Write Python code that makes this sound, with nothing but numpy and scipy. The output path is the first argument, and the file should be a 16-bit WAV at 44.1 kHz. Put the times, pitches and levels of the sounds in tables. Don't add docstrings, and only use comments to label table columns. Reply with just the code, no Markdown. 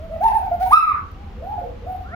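import sys
import numpy as np
from scipy import signal
from scipy.fft import rfft, irfft, next_fast_len
from scipy.io import wavfile
from scipy.ndimage import uniform_filter1d, minimum_filter1d, map_coordinates

SR = 44100
rng = np.random.default_rng(int(sys.argv[2]) if len(sys.argv) > 2 else 0)


def inscribe(sig):
    pcm = np.round(np.clip(np.atleast_2d(sig).T, -1, 1) * 32767)
    wavfile.write(sys.argv[1], SR, pcm.astype(np.int16))


N = 94815


def amp(db):
    return 10 ** (np.asarray(db) / 20)


def unit(x):
    return x / np.sqrt(np.mean(x ** 2) + 1e-20)


def along(points, hz):
    point_hz, values = np.transpose(points)
    return np.interp(np.log(hz + 1), np.log(point_hz + 1), values)


def wobble(rate, size=N):
    knots = rng.standard_normal(int(size * rate / SR) + 4)
    return map_coordinates(knots, [np.arange(size) * rate / SR])


def filtered(x, response):
    size = next_fast_len(N + SR // 2)
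    hz = np.fft.rfftfreq(size, 1 / SR)
    return irfft(rfft(x, size) * response(hz), size)[..., :N]


# start in seconds, length in seconds, start pitch in Hz,
# top pitch in Hz, end pitch in Hz, place of the top from 0 to 1, roundness of the arch (a power),
# level in dB before the yard, overtones in dB relative to the tone, sheen in dB.
WARBLE = [(-.012, 0.087, 568, 658, 590, 0.8, 2.1, -38, 0, -71.5),
          (.094, .092, 539.5, 660.4, 555, 0.53, 2.2, -30.5, 2.5, -69),
          (.202, 0.099, 598, 909.7, 780, .64, 2.2, -14, -1.5, -52),
          (.312, 0.088, 672, 901, 668, 0.5, 1.8, -18, -2, -55),
          (.412, 0.085, 642, 796.4, 680, .45, 1.2, -26, -1.5, -63),
          (.508, 0.057, 664.5, 705.6, 676, 0.8, 3.6, -20.5, -4.5, -62),
          (.597, 0.057, 647.6, 765.5, 734, .62, 1.7, -18.5, -0.5, -51.5),
          (.650, .058, 718.6, 736.5, 714, 0.32, 1.6, -22, 0, -51)]
SIDE_TONES = [(0.154, 0.059, 755, 831, 766, 0.32, 2.6, -48, -22, -85.5),
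              (0.281, 0.05, 1010, 1006, 911, 0.22, 2.4, -32, 7, -81.5),
              (0.657, .036, 914, 948, 946, 0.91, 2.2, -29, -14, -78)]


def warble(hiss):
    return whistle([*WARBLE, *SIDE_TONES], jitter=.0035, attack_s=0.0093, release_s=0.016, noise=hiss)


# time in seconds, pitch in Hz,
# level in dB before the yard, overtones in dB relative to the tone, sheen in dB.
CRY = [(.700, 745, -41.5, 5.5, -57), (.711, 837, -17.5, 8.5, -47.5), (.720, 1056, -15.5, 6.5, -45),
       (.730, 1224, -6.5, -6, -39.5), (.744, 1243, 1.5, -2.5, -40.5), (.757, 1311, -7.5, 8, -42),
       (.780, 1315, -4.5, 2.5, -42), (.797, 1226, -12.5, -0.5, -50), (.809, 1092, -31.5, -3.5, -68),
       (.820, 1135, -31.5, -1.5, -68.5), (.829, 1241, -3.5, -7, -56), (.847, 1308, -12, -2, -55.5),
       (.874, 1257, -9, -9.5, -57), (.900, 1182, -15.5, -11.5, -65.5), (.922, 1131, -20, -8.5, -69),
       (.945, 1100, -48, -4, -87.5)]


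def cry(hiss):
    return glide(CRY, jitter=.0065, noise=hiss)


SOFT_ATTACK_S, SOFT_RELEASE_S = 0.0081, 0.035
SOFT_CALLS = [(1.15, 0.21, 730, 811, 696, 0.33, 1.5, -47.5, -4, -90),
              (1.418, 0.16, 620.3, 855.4, 768, 0.74, 1.61, -25, -6, -76),
              (1.576, 0.047, 759, 726, 680, 0.18, 1.8, -22, -6.5, -75),
              (1.605, 0.13, 716, 700, 626, 0.12, 1.6, -42, -6, -84),
              (1.858, 0.083, 623.6, 751, 735, 0.728, 3, -25.5, -8, -69),
              (1.942, 0.03, 713, 750, 710, 0.36, 2.2, -25, -8, -69),
              (2.002, 0.02, 785, 738, 722, 0.56, 2.9, -21.5, -6, -76)]


def soft_calls(hiss):
    return whistle(SOFT_CALLS, jitter=0.017, attack_s=SOFT_ATTACK_S, release_s=SOFT_RELEASE_S, noise=hiss)


# time in seconds, pitch in Hz, level in dB before the yard.
REEDY = [(2.07, 499, -53.5), (2.111, 600, -45.5), (2.145, 714, -25)]
# level in dB relative to the others, for harmonics 1, 2, 3 and 4.
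REEDY_HARMONICS = [4, 4, -13, -26]


def reedy_call():
    times, pitch, level_db = np.transpose(REEDY)
    t = np.arange(N) / SR
    rough_hz = np.interp(t, times, pitch) * (1 + 0.0087 * wobble(rate=520))
    phase = 2 * np.pi * np.cumsum(rough_hz) / SR
    reed = sum(amp(db) * np.sin(k * phase) for k, db in enumerate(REEDY_HARMONICS, 1))
    return unit(reed) * amp(np.interp(t, times, level_db)) * (t > times[0])


RISING_HARMONIC = [(2.03, 1129, -58, -20, -100.5), (2.07, 1380, -40.5, -20, -93.5),
                   (2.105, 1672, -45, -20, -95.5), (2.13, 1850, -41.5, -22, -102),
                   (2.155, 2440, -36, -20, -94)]


def rising_harmonic(hiss):
    return glide(RISING_HARMONIC, jitter=.025, noise=hiss)


HAZE = [(.765, .2, 2437, 2397, 1987, 0.13, 1.2, -37.5, -28.5, -97),
        (.91, 0.062, 1747, 1711, 1630, 0.25, 2, -40.5, -20, -85),
        (.905, 0.093, 1151, 1225, 1132, 0.68, 1.73, -28, -17.5, -87),
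        (1.36, .10, 442.5, 590, 566, .9, 0.98, -42.5, -4, -85.5),
        (1.61, 0.069, 575.5, 535.3, 479, 0.27, 1.03, -37, -13, -84),
        (1.815, 0.06, 449, 601, 589, .9, 0.94, -39.5, -19.5, -86)]


def haze(hiss):
    return whistle(HAZE, jitter=0.0924, attack_s=SOFT_ATTACK_S, release_s=SOFT_RELEASE_S, noise=hiss)


DB_PER_OCTAVE = 22.5


def whistle(notes, jitter, attack_s, release_s, noise):
    t, out = np.arange(N) / SR, np.zeros((2, N))
    for start, length, start_hz, top_hz, end_hz, place, arch, db, overtones_db, sheen_db in notes:
        on = (t >= start) & (t < start + length)
        age = t[on] - start
        u = age / length
        place = np.clip(place, .05, .95)
        rising_drop = (top_hz - start_hz) * abs(1 - u / place) ** arch
        falling_drop = (top_hz - end_hz) * abs((u - place) / (1 - place)) ** arch
        hz = top_hz - np.where(u < place, rising_drop, falling_drop)
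        fade_in = np.sin(np.pi / 2 * np.minimum(age / attack_s, 1)) ** 2
        fade_out = np.sin(np.pi / 2 * np.minimum((length - age) / release_s, 1))
        tone = fade_in * fade_out * amp(db + DB_PER_OCTAVE * np.log2(hz / top_hz))
        sheen = amp(sheen_db) * hz / top_hz * np.sqrt(abs(np.sin(np.pi * u)))
        out[:, on] += voice(hz, jitter, tone, amp(overtones_db), sheen, noise[:, on])
    return out


def glide(rows, jitter, noise):
    times, *columns = np.transpose(rows)
    t, out = np.arange(N) / SR, np.zeros((2, N))
    on = (t >= times[0]) & (t < times[-1])
    hz, db, overtones_db, sheen_db = [np.interp(t[on], times, column) for column in columns]
    out[:, on] = voice(hz, jitter, amp(db), amp(overtones_db), amp(sheen_db), noise[:, on])
    return out


# level in dB, for harmonics 2, 3, 4 and 5.
OVERTONE_DB = [-28.5, -36.5, -49, -54.5]
# frequency in Hz, gain in dB.
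THROAT = [(1200, 1.5), (1550, 4.5), (1800, -1), (2250, 7), (2650, 2), (3200, 0), (3600, 1.5), (4000, 0.5),
          (5300, 4), (6800, -4)]
# frequency in Hz, gain in dB.
SHEEN_SHUT = [(4500, -38.5), (6500, -12.5), (8500, -27.5), (9400, 2), (10200, -20.5), (11100, -26.5),
              (12600, -10.5), (13900, -5.5), (14600, -3), (15400, 2), (17000, -51.5)]
# frequency in Hz, gain in dB.
SHEEN_OPEN = [(4500, -41), (6300, -15), (7000, -25.5), (7800, -12), (8600, -31), (9650, 10.5),
              (10400, -4.5), (11000, -18), (11700, -9), (12400, -12), (13300, -8.5), (15400, -12.5),
              (17000, -49)]
SHUT_HZ, OPEN_HZ = 796, 910
SHIMMER_DB, OVERTONE_FLICKER_DB, HISS_FLICKER_DB = 2, 4, 5
OVERTONE_BLUR = .075
FIRST_HIGH, HARMONIC_END = 6, 24


def voice(hz, jitter, tone, overtones, sheen, noise):
    def flutter(rate):
        return wobble(rate, size=len(hz))

    phase = 2 * np.pi * np.cumsum(hz * (1 + jitter * flutter(rate=720))) / SR
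    blurred = phase + OVERTONE_BLUR * flutter(rate=410)

    def harmonic(k, db):
        level = amp(db + OVERTONE_FLICKER_DB * flutter(rate=80))
        return level * np.sin(k * blurred + rng.uniform(0, 2 * np.pi))

    def sheen_colour(k):
        return (1 - opening) * along(SHEEN_SHUT, k * hz) + opening * along(SHEEN_OPEN, k * hz)

    opening = np.clip((hz - SHUT_HZ) / (OPEN_HZ - SHUT_HZ), 0, 1)
    low = sum(harmonic(k, db + along(THROAT, k * hz)) for k, db in enumerate(OVERTONE_DB, 2))
    high = sum(harmonic(k, sheen_colour(k)) for k in range(FIRST_HIGH, HARMONIC_END))
    pulse = 1 + .5 * np.sin(phase)
    hiss = noise * amp(HISS_FLICKER_DB * flutter(rate=83)) * pulse
    shimmer = amp(SHIMMER_DB * flutter(rate=200))
    whistled = np.sqrt(2) * shimmer * (np.sin(phase) + overtones * low)
    return tone * whistled + sheen * (high + hiss)


# frequency in Hz, relative level in dB.
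HISS = [(500, -30), (2000, 8), (2800, 1), (5000, -3.5), (7000, -12), (8600, -35.5), (9200, -4.5),
        (9600, 1.5), (10200, -12.5), (11100, -22.5), (12700, -5.5), (14500, -11), (16000, -10.5)]
# frequency in Hz, relative level in dB.
SOFT_HISS = [(500, -9), (2000, -1.5), (5000, -7), (8600, -23), (9700, -0.5), (11100, -9.5), (12700, 10),
             (14000, 0), (16000, -8.5)]


def breath():
    return amp(-1.5) * rush(HISS), amp(4.5) * rush(SOFT_HISS)


# time in seconds, starting level in dB.
TICKS = [(1.113, -58.5), (2.026, -59.5)]
# frequency in Hz, relative level in dB.
TICK_COLOUR = [(1000, -15), (5000, 0.5), (8500, -30), (13500, 3.5), (15500, -13)]
TICK_T60_S = .05


def ticks():
    t = np.arange(N) / SR
    decay = sum((t >= s) * amp(db - 60 * abs(t - s) / TICK_T60_S) for s, db in TICKS)
    return rush(TICK_COLOUR) * decay


RIGHT_LAG_S = 0.00017
# left delay in seconds, right delay in seconds, gain in dB.
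WALLS = [(.0032, 0.0046, -23), (.0135, 0.019, -15), (.029, 0.038, -19.5), (.046, .043, -13)]


def walls(x):
    def delay(hz, left_s, right_s):
        return np.exp(-2j * np.pi * hz * np.array([[left_s], [right_s]]))

    def response(hz):
        echoes = sum(amp(db) * delay(hz, left_s, right_s) for left_s, right_s, db in WALLS)
        return delay(hz, 0, RIGHT_LAG_S) + echoes

    return filtered(x, response)


# frequency in Hz, time to fall by 60 dB in seconds.
YARD_T60 = [(300, 0.75), (500, 0.26), (720, 0.21), (860, 0.46), (1300, 0.31), (2200, 0.31), (4000, 0.39),
            (9000, 0.15), (15000, .3)]
YARD_DELAY_S, YARD_ONSET_S = 0.013, 0.0036


def yard(x):
    hz, t, bands = signal.stft(rng.standard_normal((2, SR)), SR, nperseg=256)
    age = np.maximum(t - YARD_DELAY_S, 0)
    decay = amp(-60 * age / along(YARD_T60, hz)[:, None])
    tail = signal.istft(bands * decay * (1 - np.exp(-age / YARD_ONSET_S)), SR, nperseg=256)[1]
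    tail /= np.sqrt(np.mean(abs(rfft(tail, SR)[:, 500:1500]) ** 2))
    return signal.fftconvolve(x, tail, axes=1)[:, :N]


# centre in Hz, width in Hz, gain in dB of the added ring.
YARD_MODES = [(477.5, 36, 6.5), (536, 4, 7.5)]


def standing_waves(x):
    def response(hz):
        return 1 + sum(amp(db) * 1j * hz * width / (centre ** 2 - hz ** 2 + 1j * hz * width)
                       for centre, width, db in YARD_MODES)

    return filtered(x, response)


# frequency in Hz, lift of the left and equal cut of the right in dB.
PAN = [(600, 0), (1200, -0.94), (4500, -1), (9700, -1), (12500, 3.5)]


def ear_balance(x):
    return filtered(x, lambda hz: amp(along(PAN, hz) * np.array([[1], [-1]])))


# frequency in Hz, likeness from 0 to 1.
ALIKE = [(50, 1), (150, 0.9), (500, .75), (1500, 0.17), (5000, 0.11)]


def rush(spectrum):
    def response(hz):
        turn = np.arccos(np.clip(along(ALIKE, hz), -1, 1)) / 2
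        return amp(along(spectrum, hz)) * [np.cos(turn), np.sin(turn)]

    mid, side = filtered(rng.standard_normal((2, N)), response)
    return unit(np.array([mid + side, mid - side]))


# frequency in Hz, relative level in dB.
RUMBLE = [(12, -31.5), (20, -14), (27, -4), (54, 1.5), (80, 3.5), (98, -4), (129, -13), (203, -11),
          (319, -21), (371, -26), (400, -18.5), (520, -40.5), (880, -120)]
# frequency in Hz, relative level in dB.
AIR = [(180, -30), (300, -5), (484, -9), (700, -10.5), (1260, -10.5), (1640, -15.5), (2800, -18.5),
       (5000, -29), (7000, -35.5), (8500, -45.5), (9700, -39), (11000, -51.5), (13000, -38), (15500, -46)]
# frequency in Hz, rms level in dB.
HUM = [(48, -44), (85, -44.5), (217, -58.5), (487, -60.5)]


def background():
    t = np.arange(N) / SR
    hum = sum(amp(db) * np.sqrt(2) * np.sin(2 * np.pi * hz * t + 0.42 * wobble(rate=4.3)) for hz, db in HUM)
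    return amp(-36) * rush(RUMBLE) + hum + amp(-49) * rush(AIR)


def scene():
    hiss, soft_hiss = breath()
    chain = warble(hiss)
    loud = cry(hiss)
    soft = soft_calls(soft_hiss) + reedy_call() + rising_harmonic(soft_hiss)
    smeared = standing_waves(haze(soft_hiss))
    direct = walls(chain + loud + amp(-2.5) * soft + amp(-3) * smeared)
    near_ring = yard(amp(-4) * chain + amp(-5.5) * loud)
    soft_ring = yard(amp(-4) * soft + amp(-0.5) * smeared)
    return ear_balance(direct + near_ring + soft_ring) + ticks() + background()


CEILING_DB, LIMITER_HOLD_S, LIMITER_RELEASE_S = -1, 0.087, 0.083


def limiter(x):
    need = np.minimum(1, amp(CEILING_DB) / (abs(x).max(axis=0) + 1e-9))
    half = int(LIMITER_HOLD_S * SR / 2)
    cut = 1 - minimum_filter1d(need, 2 * half + 1, origin=half)
    fade = np.exp(-np.arange(N) / SR / LIMITER_RELEASE_S)
    recovering_cut = np.maximum.accumulate(cut / fade) * fade
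    return x * uniform_filter1d(1 - recovering_cut, size=220)


TOP_HZ = 15700


def record(dry):
    ease = np.minimum(np.arange(N)[::-1] / (.006 * SR), 1)
    return filtered(limiter(dry) * ease, lambda hz: hz < TOP_HZ)


dry = scene()
out = record(dry)
inscribe(out)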